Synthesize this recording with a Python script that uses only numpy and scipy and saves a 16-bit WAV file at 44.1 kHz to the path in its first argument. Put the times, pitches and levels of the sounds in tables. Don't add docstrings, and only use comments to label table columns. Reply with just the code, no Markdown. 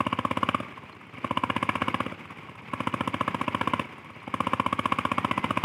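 import sys
import numpy as np
from scipy import signal
from scipy.fft import rfft, irfft
from scipy.io import wavfile

SR = 44100
rng = np.random.default_rng(int(sys.argv[2]) if len(sys.argv) > 2 else 0)


def magnitude_from_level(level_db):
    exponent = np.asarray(level_db, float) / 20
    return 10 ** exponent


def output_pcm(signal):
    pcm = np.clip(np.atleast_2d(signal).T, -1, 1) * 32767
    wavfile.write(sys.argv[1], SR, np.round(pcm).astype(np.int16))


N = 248724
SLUG_SAMPLES = round(0.07 * SR)


def rms_one(x):
    return x / np.sqrt(np.mean(x ** 2) + 1e-20)


def curve(rows, column):
    rows = np.array(rows)
    return np.interp(np.arange(N) / SR, rows[:, 0], rows[:, column])


def drift(rate_hz):
    settle = 9000
    r = np.exp(-2 * np.pi * rate_hz / SR)
    slow = signal.lfilter([1], [1, -2 * r, r * r], rng.standard_normal(N + settle))
    return rms_one(slow[settle:])


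def lay(times, pieces):
    out = np.zeros(N + SR)
    for s, piece in zip(times, pieces):
        start = round(s * SR)
        out[start:start + len(piece)] += piece
    return out[:N]


def ring(clicks, hz, t60):
    r, w = magnitude_from_level(-60 / (t60 * SR)), 2 * np.pi * hz / SR
    return signal.lfilter([0, np.sin(w)], [1, -2 * r * np.cos(w), r * r], clicks + 1e-18)


def resonance(x, hz, width_hz):
    r = np.exp(-np.pi * width_hz / SR)
    feedback = [1, -2 * r * np.cos(2 * np.pi * hz / SR), r * r]
    return signal.lfilter([(1 - r * r) / 2, 0, (r * r - 1) / 2], feedback, x)


def coloured(x, spectrum):
    hz = np.maximum(np.fft.rfftfreq(N, 1 / SR), 1)
    points = np.array(spectrum)
    level_db = np.interp(np.log(hz), np.log(points[:, 0]), points[:, 1])
    return rms_one(irfft(rfft(x) * magnitude_from_level(level_db), N))


# (time [s], level [dB])
GEAR_LEVEL = [(0.0, -46), (0.45, -43), (0.67, -46.5), (0.91, -49.5), (1.13, -50), (1.24, -42), (1.36, -46),
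              (1.44, -44), (1.9, -42), (2.12, -44.5), (2.56, -49.5), (2.76, -45.5), (2.92, -43),
              (3.08, -44.5), (3.71, -42), (3.9, -46), (4.04, -48.5), (4.3, -48), (4.48, -42.5), (4.7, -44),
              (5.64, -41)]
# (frequency [Hz], level [dB per Hz])
CLATTER_SPECTRUM = [(24, -47), (40, -44), (85, -5), (152, 3.5), (358, -1.5), (656, -10.5), (957, -4),
                    (1800, -10.5), (2200, -2.5), (3050, -13), (4340, -32), (4800, -27), (5730, -33.5),
                    (15300, -45.5), (16500, -56)]


def running_gear():
    heights = magnitude_from_level(2.6 * rng.exponential(1, N)) * rng.choice([-1, 1], N)
    grains = heights * (rng.random(N) < 2500 / SR)
    contacts = 0.42 * rms_one(grains) + rng.standard_normal(N)
    level_db = curve(GEAR_LEVEL, 1) + 1.5 + 2.2 * drift(38)
    return magnitude_from_level(level_db) * coloured(contacts, CLATTER_SPECTRUM)


# (time [s], fundamental [Hz], level [dB])
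SQUEAK_PATH = [
    (5.17, 880, -73),
    (5.19, 907, -48),
    (5.23, 950, -56),
    (5.25, 940, -80),
    (5.31, 970, -78),
    (5.33, 982, -42),
    (5.4, 1020, -49),
    (5.46, 1033, -44),
    (5.5, 1060, -75),
]


def squeak():
    hz = curve(SQUEAK_PATH, 1) * (1 + 0.0038 * drift(39))
    phase = 2 * np.pi * np.cumsum(hz) / SR
    return magnitude_from_level(curve(SQUEAK_PATH, 2) + 3) * (np.sin(2 * phase) + magnitude_from_level(-10) * np.sin(phase))


# (share of cycle [1], level unfuelled [dB], level fuelled [dB], frequency [Hz], t60 [s])
BLOCK_BLOWS = [
    (0.6, -56, -65, 4200, .03),
    (0.79, -72.5, -60, 4750, .03),
    (0.94, -45, -32.5, 1080, 0.015),
    (0.92, -82.5, -35.5, 2250, 0.031),
    (.82, -68.5, -40, 2900, 0.015),
    (0.26, -49.5, -45, 1116, 0.079),
    (0.36, -73, -40.5, 2200, 0.026),
]


def block():
    s, thump_db = np.transpose(EXHAUST_STROKES)[:2]
    fuel = np.clip((thump_db[1:] + 54) / 15, 0, 1)
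    chance = rng.standard_normal((len(s) - 1, len(BLOCK_BLOWS), 2))
    shake = np.exp(-np.arange(300) / 92)
    out = 0
    for k, (share, idle_db, fuelled_db, hz, t60) in enumerate(BLOCK_BLOWS):
        at = s[:-1] + np.diff(s) * np.clip(share + 0.018 * chance[:, k, 0], 0, 1)
        uneven_db = 2.2 * np.clip(chance[:, k, 1], -2, 2)
        size = magnitude_from_level(idle_db + fuel * (fuelled_db - idle_db) + uneven_db - 16.5)
        rattle = lay(at, size[:, None] * shake) * rng.standard_normal(N)
        out = out + resonance(ring(rattle, hz, t60), hz, 840)
    return out


def gas_slug(start_ms, rise_ms, hold_ms, fall_ms):
    ms = np.maximum(np.arange(SLUG_SAMPLES) / SR * 1000 - start_ms, 0)
    rise = np.sin(np.pi / 2 * np.minimum(ms / rise_ms, 1))
    fall = np.exp(-np.maximum(ms - hold_ms, 0) / fall_ms)
    return rise * fall, ms / 1000


# (time [s], thump [dB], silencer whistle [dB], rasp [dB], hiss [dB], whistle frequency [Hz])
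EXHAUST_STROKES = [(0.0028, -21.5, -15, -29, -47.5, 1097), (0.0635, -22, -19.5, -27.5, -49, 1050),
                   (0.1251, -23, -17.5, -27, -50.5, 1075), (0.186, -22.5, -19.5, -26, -49.5, 1030),
                   (0.248, -22.5, -15.5, -32, -48, 1070), (0.3079, -22.5, -20, -25, -47, 1035),
                   (0.3689, -22.5, -19.5, -27, -46.5, 1050), (0.4278, -22.5, -14, -26.5, -48, 1066),
                   (0.4855, -21.5, -19.5, -23, -46.5, 1130), (0.5435, -23, -14.5, -26.5, -48, 1140),
                   (0.5989, -27, -31, -35, -53, 1300), (0.6644, -52, -41, -52, -73, 960),
                   (0.719, -48, -39, -44, -67, 1080), (0.775, -42, -36, -49, -66, 1080),
                   (0.8331, -42, -44, -48, -67, 990), (0.893, -46, -43, -46, -67, 1040),
                   (0.9476, -51, -45, -69, -68, 1070), (1.0095, -54, -40, -52, -68, 1220),
                   (1.0659, -50, -52, -59, -71, 1030), (1.1342, -46, -52, -50, -67, 1220),
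                   (1.1787, -37.5, -43, -52, -63, 1190), (1.2421, -25.5, -20.5, -33, -53, 1114),
                   (1.3067, -23.5, -18.5, -33, -51.5, 1020), (1.37, -24, -15.5, -23, -48.5, 1056),
                   (1.434, -23, -16, -26.5, -48.5, 1065), (1.497, -24, -18.5, -24, -49.5, 1060),
                   (1.561, -23.5, -19.5, -25.5, -46.5, 1010), (1.625, -23.5, -18, -23.5, -44.5, 1047),
                   (1.6881, -23, -18, -19, -46, 1006), (1.7518, -26, -20, -26, -47.5, 1005),
                   (1.8156, -23.5, -19, -21.5, -50.5, 1054), (1.879, -23, -18.5, -25, -48, 1050),
                   (1.9406, -22.5, -17.5, -23, -47.5, 1055), (2.001, -24, -19, -29, -49, 1100),
                   (2.0607, -26.5, -29.5, -33.5, -55, 1230), (2.1184, -31, -37, -42, -60, 1300),
                   (2.1922, -63, -46, -50, -65, 950), (2.251, -52, -42, -49, -64, 1110),
                   (2.3039, -45, -39, -57, -61, 1100), (2.369, -50, -43, -50, -64, 1000),
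                   (2.4286, -43.5, -46, -53, -68, 1110), (2.4907, -44.5, -39, -44, -65, 1020),
                   (2.5515, -52, -41, -45, -64, 1080), (2.617, -47, -50, -60, -69, 1070),
                   (2.6833, -53, -43, -55, -74, 1000), (2.7323, -25.5, -21.5, -29.5, -49.5, 1064),
                   (2.8011, -24.5, -22.5, -29, -50, 1065), (2.869, -22.5, -19, -27, -46.5, 1004),
                   (2.9374, -23, -20, -28, -46.5, 1067), (3.005, -22, -21.5, -26.5, -49.5, 1023),
                   (3.073, -22.5, -19.5, -29.5, -45.5, 1043), (3.1393, -23, -22.5, -26.5, -49, 1014),
                   (3.207, -23.5, -16, -29, -47, 1100), (3.276, -24.5, -19, -25.5, -48.5, 1113),
                   (3.3428, -23.5, -20, -28, -49, 1020), (3.4103, -24.5, -19.5, -28, -46.5, 1073),
                   (3.4771, -23, -19, -28.5, -50.5, 1014), (3.5442, -22.5, -18, -25.5, -48.5, 1070),
                   (3.609, -24.5, -18.5, -24.5, -47.5, 990), (3.6715, -22.5, -16, -25, -46, 1050),
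                   (3.7329, -21.5, -15, -26, -47.5, 1054), (3.7923, -24, -20, -26.5, -46.5, 1000),
                   (3.8502, -36.5, -41, -44, -63, 1030), (3.9219, -49, -45, -54, -67, 1140),
                   (3.9793, -47, -42, -49, -63, 1110), (4.0427, -46, -44, -54, -61, 960),
                   (4.1005, -42, -41, -57, -65, 1140), (4.1588, -42, -45, -61, -67, 1020),
                   (4.2269, -55, -42, -59, -65, 1020), (4.274, -30.5, -31, -39, -60, 910),
                   (4.3377, -25, -19, -27, -46.5, 1075), (4.4018, -23, -16, -26.5, -46, 1050),
                   (4.4666, -23.5, -18.5, -28.5, -48, 1040), (4.531, -22, -15.5, -27.5, -47, 1070),
                   (4.5954, -21, -14, -24.5, -47, 1070), (4.66, -24, -15.5, -28.5, -46, 1086),
                   (4.7248, -24, -17, -25.5, -46, 1080), (4.7887, -22.5, -17.5, -26.5, -45.5, 1163),
                   (4.854, -23, -15, -24.5, -44.5, 1093), (4.919, -24, -14.5, -22.5, -46, 1107),
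                   (4.9841, -24, -18, -24, -45, 1094), (5.0492, -23, -16.5, -27, -46.5, 1052),
                   (5.114, -23, -17.5, -27.5, -45, 1093), (5.1789, -22.5, -16, -24.5, -46, 1100),
                   (5.2439, -21.5, -16.5, -23.5, -46.5, 1005), (5.3089, -23.5, -17.5, -21.5, -45.5, 1077),
                   (5.3749, -22.5, -17.5, -27, -47.5, 1000), (5.4394, -23, -18, -24.5, -46.5, 1057),
                   (5.5042, -22, -18, -27.5, -45.5, 1160), (5.5698, -22.5, -17, -23.5, -46, 1043),
                   (5.6353, -18, -17, -17, -47, 1060)]
# (frequency [Hz], width [Hz], level [dB])
RASP_MODES = [
    (1680, 178, -2.5),
    (2280, 444, -1.5),
    (2904, 420, -3.5),
    (3470, 580, -18),
    (760, 170, -6),
    (1300, 204, 1.5),
    (4900, 500, -30),
]
# (frequency [Hz], level [dB per Hz])
HISS_SPECTRUM = [(3500, 15), (4300, -10.5), (5000, 1.5), (6000, -3), (7000, 0), (7800, -0.5), (8500, 1),
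                 (9700, 5), (11000, -4), (13000, -13.5), (15500, -7.5)]


def exhaust():
    s, thump_db, whistle_db, rasp_db, hiss_db, whistle_hz = np.transpose(EXHAUST_STROKES)[:, :, None]
    times = s[:, 0]
    chance = rng.standard_normal((len(s), 4))[:, :, None]

    flow, t = gas_slug(0.71, 5.0, 6.08, 1.62)
    hz = 243 * (1 + 0.0068 * chance[:, 0])
    thump = magnitude_from_level(thump_db + 2.5) * flow * np.sin(2 * np.pi * hz * t)

    flow, t = gas_slug(2.793, 3.3, 5.1, 2.34)
    hz = 560 * (1 + 0.041 * chance[:, 2])
    thump += magnitude_from_level(thump_db - 3.5 + 1.43 * chance[:, 1]) * flow * np.sin(2 * np.pi * hz * t)

    flow, t = gas_slug(3.75, 6.6, 6.9, 11.7)
    hz = 103 * (1 + 0.011 * chance[:, 3])
    stack = magnitude_from_level(thump_db - 11.5) + magnitude_from_level(-48.5 + 2.7 * chance[:, 1])
    thump += stack * flow * np.sin(2 * np.pi * hz * t)

    flow, t = gas_slug(1.776, 0.8, 4.47, 1.5)
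    wander = signal.lfilter([0.03], [1, -0.97], rng.standard_normal((len(s), SLUG_SAMPLES)))
    phase = 2 * np.pi * whistle_hz * t + np.cumsum(0.07 * wander * (t > 0.0015), axis=1)
    whistle = magnitude_from_level(whistle_db + 0.5) * flow * np.sin(phase)

    flow, t = gas_slug(2.08, 0.63, 3.48, 3.37)
    burst = rng.standard_normal(N) * lay(times, magnitude_from_level(rasp_db + 12.5) * flow)
    rasp = 0
    for k, (hz, width_hz, db) in enumerate(RASP_MODES):
        mode = resonance(resonance(burst, hz, width_hz), hz, 1.46 * width_hz)
        rasp = rasp + magnitude_from_level(db) * (-1) ** k * mode

    crack, t = gas_slug(2.24, 0.25, 2.2, 1.94)
    sigh, t = gas_slug(2.5, 0.5, 5.4, 14.8)
    high_pass = signal.butter(4, 3700, "high", fs=SR, output="sos")
    white = signal.sosfilt(high_pass, rng.standard_normal(N))
    hiss = coloured(white, HISS_SPECTRUM) * lay(times, magnitude_from_level(hiss_db) * (crack + magnitude_from_level(-6) * sigh))
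    return lay(times, thump + whistle) + rasp + hiss


def trees(x):
    t = np.arange(round(0.3 * SR)) / SR
    tail = rng.standard_normal(len(t)) * magnitude_from_level(-60 * t / 0.56) * np.minimum(t / 0.004, 1)
    tail = signal.sosfilt(signal.butter(1, [140, 6000], "band", fs=SR, output="sos"), tail)
    return signal.fftconvolve(x, tail / np.sqrt(np.sum(tail ** 2)))[:N]


def scene():
    pops = exhaust()
    return (running_gear() + squeak() + block() + pops + magnitude_from_level(-19.5) * trees(pops))[None]


def roll_off(x):
    return signal.sosfilt(signal.butter(12, 16970, fs=SR, output="sos"), x)


def record(dry):
    cut = signal.sosfilt(signal.butter(4, 68, "high", fs=SR, output="sos"), dry)
    cut = signal.sosfilt(signal.cheby2(10, 50, 16900, fs=SR, output="sos"), cut)
    return roll_off(cut)


dry = scene()
out = record(dry)
output_pcm(out)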